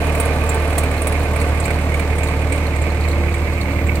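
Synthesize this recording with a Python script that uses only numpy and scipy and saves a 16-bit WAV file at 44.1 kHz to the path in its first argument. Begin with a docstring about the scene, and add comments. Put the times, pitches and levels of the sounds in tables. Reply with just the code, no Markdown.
"""A towed diesel air compressor at steady speed in a yard, on two microphones walked from side to front.
Its four-cylinder exhaust drones under the engine's clatter, which throbs once every eleven crank turns.
The housing panels boom, each firing rings the block, and cooling air rushes from the vents.
Loose metal on the housing ticks, chatters and clinks, with short echoes from the housing and yard.
Towards the closed front the clatter drops back and a thin hiss comes into earshot."""
import sys
import numpy as np
from scipy import signal
from scipy.fft import rfft, irfft
from scipy.io import wavfile
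from scipy.ndimage import uniform_filter1d

SR = 44100
rng = np.random.default_rng(int(sys.argv[2]) if len(sys.argv) > 2 else 0)


def put_to_file(sound):
    """Save the sound as 16-bit audio at rate SR, in the file named by the first command-line argument."""
    columns = np.atleast_2d(sound).T  # one column per channel
    safe = np.clip(columns, -1, 1)
    whole_steps = np.round(safe * 32767)
    wavfile.write(sys.argv[1], SR, whole_steps.astype(np.int16))


N = 176400
T = np.arange(N) / SR
FRONT = T / T[-1]  # microphone position: 0 at the side, 1 at the front

# crank speed: time_s, turns_per_s
CRANK_SPEED = [(0, 37.9), (1.1, 37.91), (1.3, 37.75), (1.7, 37.8), (2.0, 37.96), (2.9, 37.95), (3.2, 38.0),
               (4, 37.98)]
# exhaust tones: crank_multiple, side_db, front_db
EXHAUST_TONES = [(1, -30, -32.5), (2, -18.5, -18), (3, -34, -30.5), (4, -32.5, -35), (5, -47, -35.5),
                 (6, -43, -41), (9, -47, -34.5), (12, -38, -44.5), (13, -40, -42.5), (15, -43, -40.5)]
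# exhaust rumble spectrum: frequency_hz, relative_db
RUMBLE_SPECTRUM = [(15, -38), (35, -21), (55, -6), (85, 2), (105, 0.5), (135, -6), (170, -7.5),
                   (240, -12.5), (350, -12), (700, -49), (2000, -84)]
# knock of each cylinder in the two-turn cycle: start_turns, relative_strength
CYLINDERS = [(.1, .25), (.6, 1), (1.1, .25), (1.6, .95)]
# one lap of the engine's throb: lap_fraction, relative_db
THROB = [(.02, 3), (.16, 4), (.32, 1), (.6, 1), (.74, 4.5), (.92, 6)]
# engine clatter spectrum: frequency_hz, relative_db
CLATTER_SPECTRUM = [(20, -37), (200, -18.5), (280, -14), (380, -18), (450, -13), (680, -14.5), (800, -20.5),
                    (1170, -18), (1500, -26.5), (1750, -22.5), (2300, -30.5), (3200, -34), (4200, -34),
                    (5000, -40), (7000, -45), (11000, -46), (16000, -77)]
# housing panel resonances: pitch_hz, width_hz, side_db, front_db, throb_factor
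PANEL_MODES = [(191, 85, -43, -33, 1.4), (277.2, 14.6, -36.5, -33, 0.62), (445.1, 28, -32, -41.5, 0.55),
               (665, 110, -30.5, -47.5, -0.23), (885.6, 37.5, -36, -43, 0.32),
               (1166, 75, -37.5, -58, -0.75)]
# engine block resonances: pitch_hz, width_hz, side_relative_db, front_relative_db
BLOCK_MODES = [(1538, 46, 4, -6.5), (2035, 38, -11, -11), (2138, 81, -1, -2), (2266, 56, -2.5, 1),
               (2404, 89, 0, -11), (2490, 90, -5.5, -23), (2920, 46, -4, -28)]
# spectra of the cooling air and of the hiss at the front: frequency_hz, relative_db
AIR_SPECTRUM = [(100, 9), (1000, 9.5), (4200, 2), (5400, -1), (7000, 5), (8300, 7), (9500, -1),
                (11500, -18), (13000, -15), (14200, -10.5), (16000, -22)]
HISS_SPECTRUM = [(9000, -46), (11500, -12), (14000, -3), (16000, -10)]
# chatter of a loose fitting: start_s, fitting_relative_db, main_ring_hz, housing_relative_db
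RATTLES = [(0.1486, -27, 7800, -23), (0.199, -18.5, 8700, -29), (0.254, -27, 10300, -29),
           (0.4903, -19, 7550, -29), (0.544, -27.5, 8900, -29), (0.729, -34, 8500, -38),
           (0.7799, -14, 8250, -24.5), (0.832, -24.5, 8320, -23.5), (0.91, -31, 8100, -28),
           (1.0176, -20, 8620, -35), (1.0687, -18, 10150, -22), (1.1214, -29, 9900, -25),
           (1.3596, -26.5, 9100, -24), (1.4132, -25.5, 8600, -22), (1.5996, -23, 8300, -42),
           (1.6532, -24, 7650, -23), (1.704, -27.5, 8230, -20), (1.94, -28.5, 9000, -18.5),
           (1.9942, -26.5, 8300, -23), (2.1817, -27, 8330, -25), (2.2317, -23.5, 7500, -24),
           (2.285, -29.5, 8050, -25), (2.5213, -21, 8300, -23), (2.557, -30.5, 8100, -40),
           (2.577, -33, 8100, -25.5), (2.761, -30, 8300, -22), (2.816, -27, 7400, -36),
           (3.34, -25, 8100, -23), (3.379, -33, 8200, -42), (3.8673, -30.5, 7700, -31)]
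# clinks of a heavier latch: start_s, relative_db
CLINKS = [(0.9752, -28), (1.2131, -30), (1.4, -25), (1.638, -25), (1.744, -31), (2.271, -27), (2.6633, -28),
          (2.902, -29.5), (3.0076, -27), (3.035, -29), (3.083, -23), (3.1118, -27), (3.3196, -31),
          (3.532, -29), (3.611, -21.5), (3.7155, -33), (3.953, -21)]
# ring of the fitting, the housing it knocks on, and the latch: pitch_hz, relative_db, t60_s
FITTING_MODES = [(7400, -15, 0.0019), (8080, 2, .009), (8600, 1.5, 0.0077), (9700, -1, 0.0029),
                 (10060, -3, 0.0081), (12360, -33, .007), (15100, -26, .006)]
HOUSING_MODES = [(2280, 20, .014)]
LATCH_MODES = [(4080, 1, .007), (4340, -1, .015), (4760, -6, .012), (6050, -18, .07), (8900, -8, .01)]
# colour of loose metal heard through the housing: frequency_hz, gain_db
THROUGH_HOUSING = [(300, -6), (2200, .5), (4300, -2.5), (5300, -7), (7500, 1.5), (10300, 1), (13000, -15),
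                   (16000, -13)]
# how alike the engine sounds at the two microphones: frequency_hz, likeness (0-1)
MIC_LIKENESS = [(50, 1), (300, 0.97), (700, 0.97), (1000, 0.73), (1600, 0.99), (3000, 0.42), (16000, 0.12)]
# left microphone against the right: frequency_hz, gain_db
LEFT_MIC = [(50, -2.5), (500, -2), (800, -1.5), (1200, -4), (2500, -2.5), (3400, -2), (6000, -1),
            (8000, -2.5), (9500, -5.5), (10300, -12), (11500, 2.5), (13000, 14), (16000, 14.5)]

LAP_TURNS, CHUG_TURNS, KNOCK_DECAY_TURNS = 11, 4, .2  # a lap is one round of the throb
CYCLE_SHARE, LAP_SHARE = .1, .35  # shares of knock power that repeat each cycle and each lap
BOUNCES_PER_S, BOUNCE_PEAK_S, BOUNCE_SPREAD_S, TRAIL_S = 3500, .0025, .0046, .018
MAIN_RING_DB, MAIN_T60_S, ECHO_T60_S = 9, .0063, .061
FADE_S, LEFT_LEAD_S, BAND_LIMIT_HZ = .004, .0001, 15850


def amp(db):
    """Decibels to gain."""
    return 10 ** (np.asarray(db) / 20)


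def unit_rms(x):
    """Scales to an rms of one."""
    return x / np.sqrt(np.mean(x ** 2) + 1e-20)


def per_bin(spectrum):
    """A spectrum table's value at every frequency bin."""
    hz, value = np.transpose(spectrum)
    return np.interp(np.log(np.fft.rfftfreq(N, 1 / SR) + 1), np.log(hz), value)


def colour(x, spectrum):
    """Filters by a table of gains in dB."""
    return irfft(rfft(x) * amp(per_bin(spectrum)), N)


def drift(rate_hz):
    """Slow random motion with an rms of one."""
    lowpass = np.exp(-(np.fft.rfftfreq(N, 1 / SR) / rate_hz) ** 2)
    return unit_rms(irfft(rfft(rng.standard_normal(N)) * lowpass, N))


def mic_pair(right, other):
    """Two noises as left and right, alike in the bass and mostly unrelated in the treble."""
    likeness = np.clip(per_bin(MIC_LIKENESS), 0, 1)
    left = irfft(likeness * rfft(right) + np.sqrt(1 - likeness ** 2) * rfft(other), N)
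    return np.array([left, right])


def add(mix, start_s, sound):
    """Mixes a stereo sound in at a time."""
    part = mix[:, round(start_s * SR):][:, :sound.shape[1]]
    part += sound[:, :part.shape[1]]


def exhaust(turns):
    """Exhaust tones over a rough rumble; the lowest keep step with the firings, higher ones waver more."""
    tones = np.zeros(N)
    for multiple, side_db, front_db in EXHAUST_TONES:
        phase = rng.random() * (multiple > 4)
        waver_db = (.35 + .17 * multiple) * drift(rate_hz=2.9)
        level = amp(side_db + (front_db - side_db) * FRONT + waver_db)
        tones -= np.sqrt(2) * level * np.cos(2 * np.pi * (multiple * turns + phase))
    rumble = colour(mic_pair(*rng.standard_normal((2, N))), RUMBLE_SPECTRUM)
    return tones + amp(-27.5) * unit_rms(rumble)


def repeating_noise(turns, period_turns):
    """A random texture that comes round again with the crank."""
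    size = period_turns * 1160
    place = (turns / period_turns % 1 * size).astype(int) % size
    return rng.standard_normal(size)[place]


def throb_db(turns):
    """The engine's rise and fall in level, the same on every lap."""
    return np.interp(turns / LAP_TURNS, *np.transpose(THROB), period=1)


def knocks(turns, depth, throb_factor):
    """Bursts of impacts at each firing, partly the same from cycle to cycle and lap to lap."""
    grain = np.sqrt(CYCLE_SHARE) * repeating_noise(turns, period_turns=2)
    grain += np.sqrt(LAP_SHARE) * repeating_noise(turns, LAP_TURNS)
    grain += np.sqrt(1 - CYCLE_SHARE - LAP_SHARE) * rng.standard_normal(N)
    firing = sum(force * np.exp(-((turns - at) % 2) / KNOCK_DECAY_TURNS) for at, force in CYLINDERS)
    return grain * (1 + depth * firing) * amp(throb_factor * throb_db(turns))


def engine_clatter(turns):
    """Engine knock through the side vents, fading as the microphones near the closed front."""
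    drive = mic_pair(*[knocks(turns, depth=1, throb_factor=.32) for _ in range(2)])
    return amp(-23 - 5 * FRONT) * unit_rms(colour(drive, CLATTER_SPECTRUM))


def panel_boom(turns):
    """The housing panels boom in narrow bands, some swelling with the throb and some against it."""
    out = np.zeros((2, N))
    push = mic_pair(*rng.standard_normal((2, N)))
    for hz, width_hz, side_db, front_db, throb_factor in PANEL_MODES:
        band = signal.butter(2, [hz - width_hz / 2, hz + width_hz / 2], "band", fs=SR, output="sos")
        boom = signal.sosfilt(band, push) * amp(throb_factor * throb_db(turns))
        out += amp(side_db + (front_db - side_db) * FRONT) * unit_rms(boom)
    return out


def block_ring(turns):
    """Firings ring the block, mostly on the right; a chug every second cycle is plainest at the front."""
    chug_db = (1.5 + 1.3 * FRONT) * np.cos(2 * np.pi * turns / CHUG_TURNS)
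    chug = amp(chug_db + 1.2 * drift(rate_hz=56))
    drive = chug * np.array([knocks(turns, depth=1.3 * FRONT, throb_factor=.081) for _ in range(2)])
    ring = np.zeros((2, N))
    for hz, width_hz, side_db, front_db in BLOCK_MODES:
        mode = signal.lfilter(*signal.iirpeak(hz, hz / width_hz, SR), drive)
        ring += amp(side_db + (front_db - side_db) * FRONT) * mode
    band = signal.butter(3, [1400, 2900], "band", fs=SR, output="sos")
    right, other = unit_rms(signal.sosfilt(band, ring))
    left = amp(-14) * (.12 * other - right)
    return amp(-27.5) * np.array([left, right])


def cooling_air():
    """Air flutters out of the vents, a little softer at the front, where a thin hiss joins it."""
    hiss = unit_rms(colour(rng.standard_normal((2, N)), HISS_SPECTRUM))
    rush = unit_rms(colour(rng.standard_normal((2, N)), AIR_SPECTRUM))
    return amp(-40 - 2.5 * FRONT + drift(rate_hz=67)) * rush + amp(-56) * FRONT ** 8 * hiss


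def metal_tap(modes):
    """One tap on metal at both microphones: a crack and a ring, never tuned quite the same twice."""
    t = T[:3000]
    ring = np.zeros((2, len(t)))
    for hz, db, t60_s in modes:
        pitch_hz = hz * (1 + .025 * rng.uniform(-1, 1))
        ring += amp(db - 60 * t / t60_s) * np.sin(2 * np.pi * (pitch_hz * t + rng.random((2, 1))))
    crack = amp(-5) * np.exp(-t / .0047) * rng.standard_normal((2, len(t)))
    return ring + crack


def fitting_ticks(turns, mean_per_s=110):
    """Small ticks of the loose fitting, bunched once a crank turn and fainter at the front."""
    per_s = mean_per_s * (1 + np.cos(2 * np.pi * (turns - .65)))
    hits = rng.random(N) < per_s / SR
    taps = hits * amp(2.8 * np.minimum(rng.exponential(1, N), 3))
    ticks = signal.fftconvolve(metal_tap(FITTING_MODES), taps[None], axes=1)[:, :N]
    return amp(-45 - 7.6 * FRONT ** 2) * unit_rms(ticks)


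def chatter(modes, peak_db):
    """A cluster of quick bounces on a piece of metal, trailing off in a buzz."""
    t = T[:2200]
    force = np.exp(-((t - BOUNCE_PEAK_S) / BOUNCE_SPREAD_S) ** 2) + amp(-9) * np.exp(-t / TRAIL_S)
    taps = (rng.random(len(t)) < BOUNCES_PER_S / SR) * rng.standard_normal(len(t)) * force
    burst = signal.fftconvolve(metal_tap(modes), taps[None], axes=1)
    peak_power = uniform_filter1d(burst ** 2, size=200, axis=1).max(1, keepdims=True)
    return amp(peak_db) * burst / np.sqrt(peak_power)


def yard_echo(x):
    """Short echoes off the housing and the yard, as one dense decaying tail."""
    t = T[:SR // 4]
    tail = rng.standard_normal((2, len(t))) * amp(-60 * t / ECHO_T60_S)
    return amp(-1.5) * signal.fftconvolve(x, tail / np.linalg.norm(tail[0]), axes=1)[:, :N]


def housing_shade(x, above_hz=9200):
    """The top treble is bright at the side; the housing screens it towards the front."""
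    top = signal.sosfiltfilt(signal.butter(6, above_hz, "high", fs=SR, output="sos"), x)
    return x + top * (amp(-13.5 * (FRONT - .5)) - 1)


def loose_metal(turns):
    """A fitting rattles on the housing and a heavier latch clinks, over ticks, right of centre."""
    metal = np.zeros((2, N))
    for start_s, fitting_db, ring_hz, housing_db in RATTLES:
        add(metal, start_s, chatter(HOUSING_MODES, housing_db) * amp([[-8], [0]]))  # left, right
        modes = FITTING_MODES + [(ring_hz, MAIN_RING_DB, MAIN_T60_S)]
        add(metal, start_s, chatter(modes, fitting_db - 4))
    for start_s, latch_db in CLINKS:
        add(metal, start_s, chatter(LATCH_MODES, latch_db - 5.5))
    metal += fitting_ticks(turns)
    metal += yard_echo(metal)
    return colour(housing_shade(metal), THROUGH_HOUSING) * amp([[-2], [0]])


def scene():
    """The compressor from side to front; one slightly wobbling crankshaft times the engine sounds."""
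    turns = np.cumsum(np.interp(T, *np.transpose(CRANK_SPEED))) / SR + .0066 * drift(rate_hz=8)
    engine = exhaust(turns) + engine_clatter(turns) + panel_boom(turns) + block_ring(turns)
    return engine + cooling_air() + loose_metal(turns)


def record(dry):
    """Two microphones of unlike colour, the left a little nearer, then the band limit."""
    fade = np.minimum(np.minimum(T, T[-1] - T) / FADE_S, 1)
    left, right = dry * fade
    left = np.roll(colour(left, LEFT_MIC), -round(LEFT_LEAD_S * SR))
    lowpass = signal.firwin(511, BAND_LIMIT_HZ, window=("kaiser", 9), fs=SR)
    return signal.oaconvolve(np.array([left, right]), lowpass[None], "same")


dry = scene()
out = record(dry)
put_to_file(out)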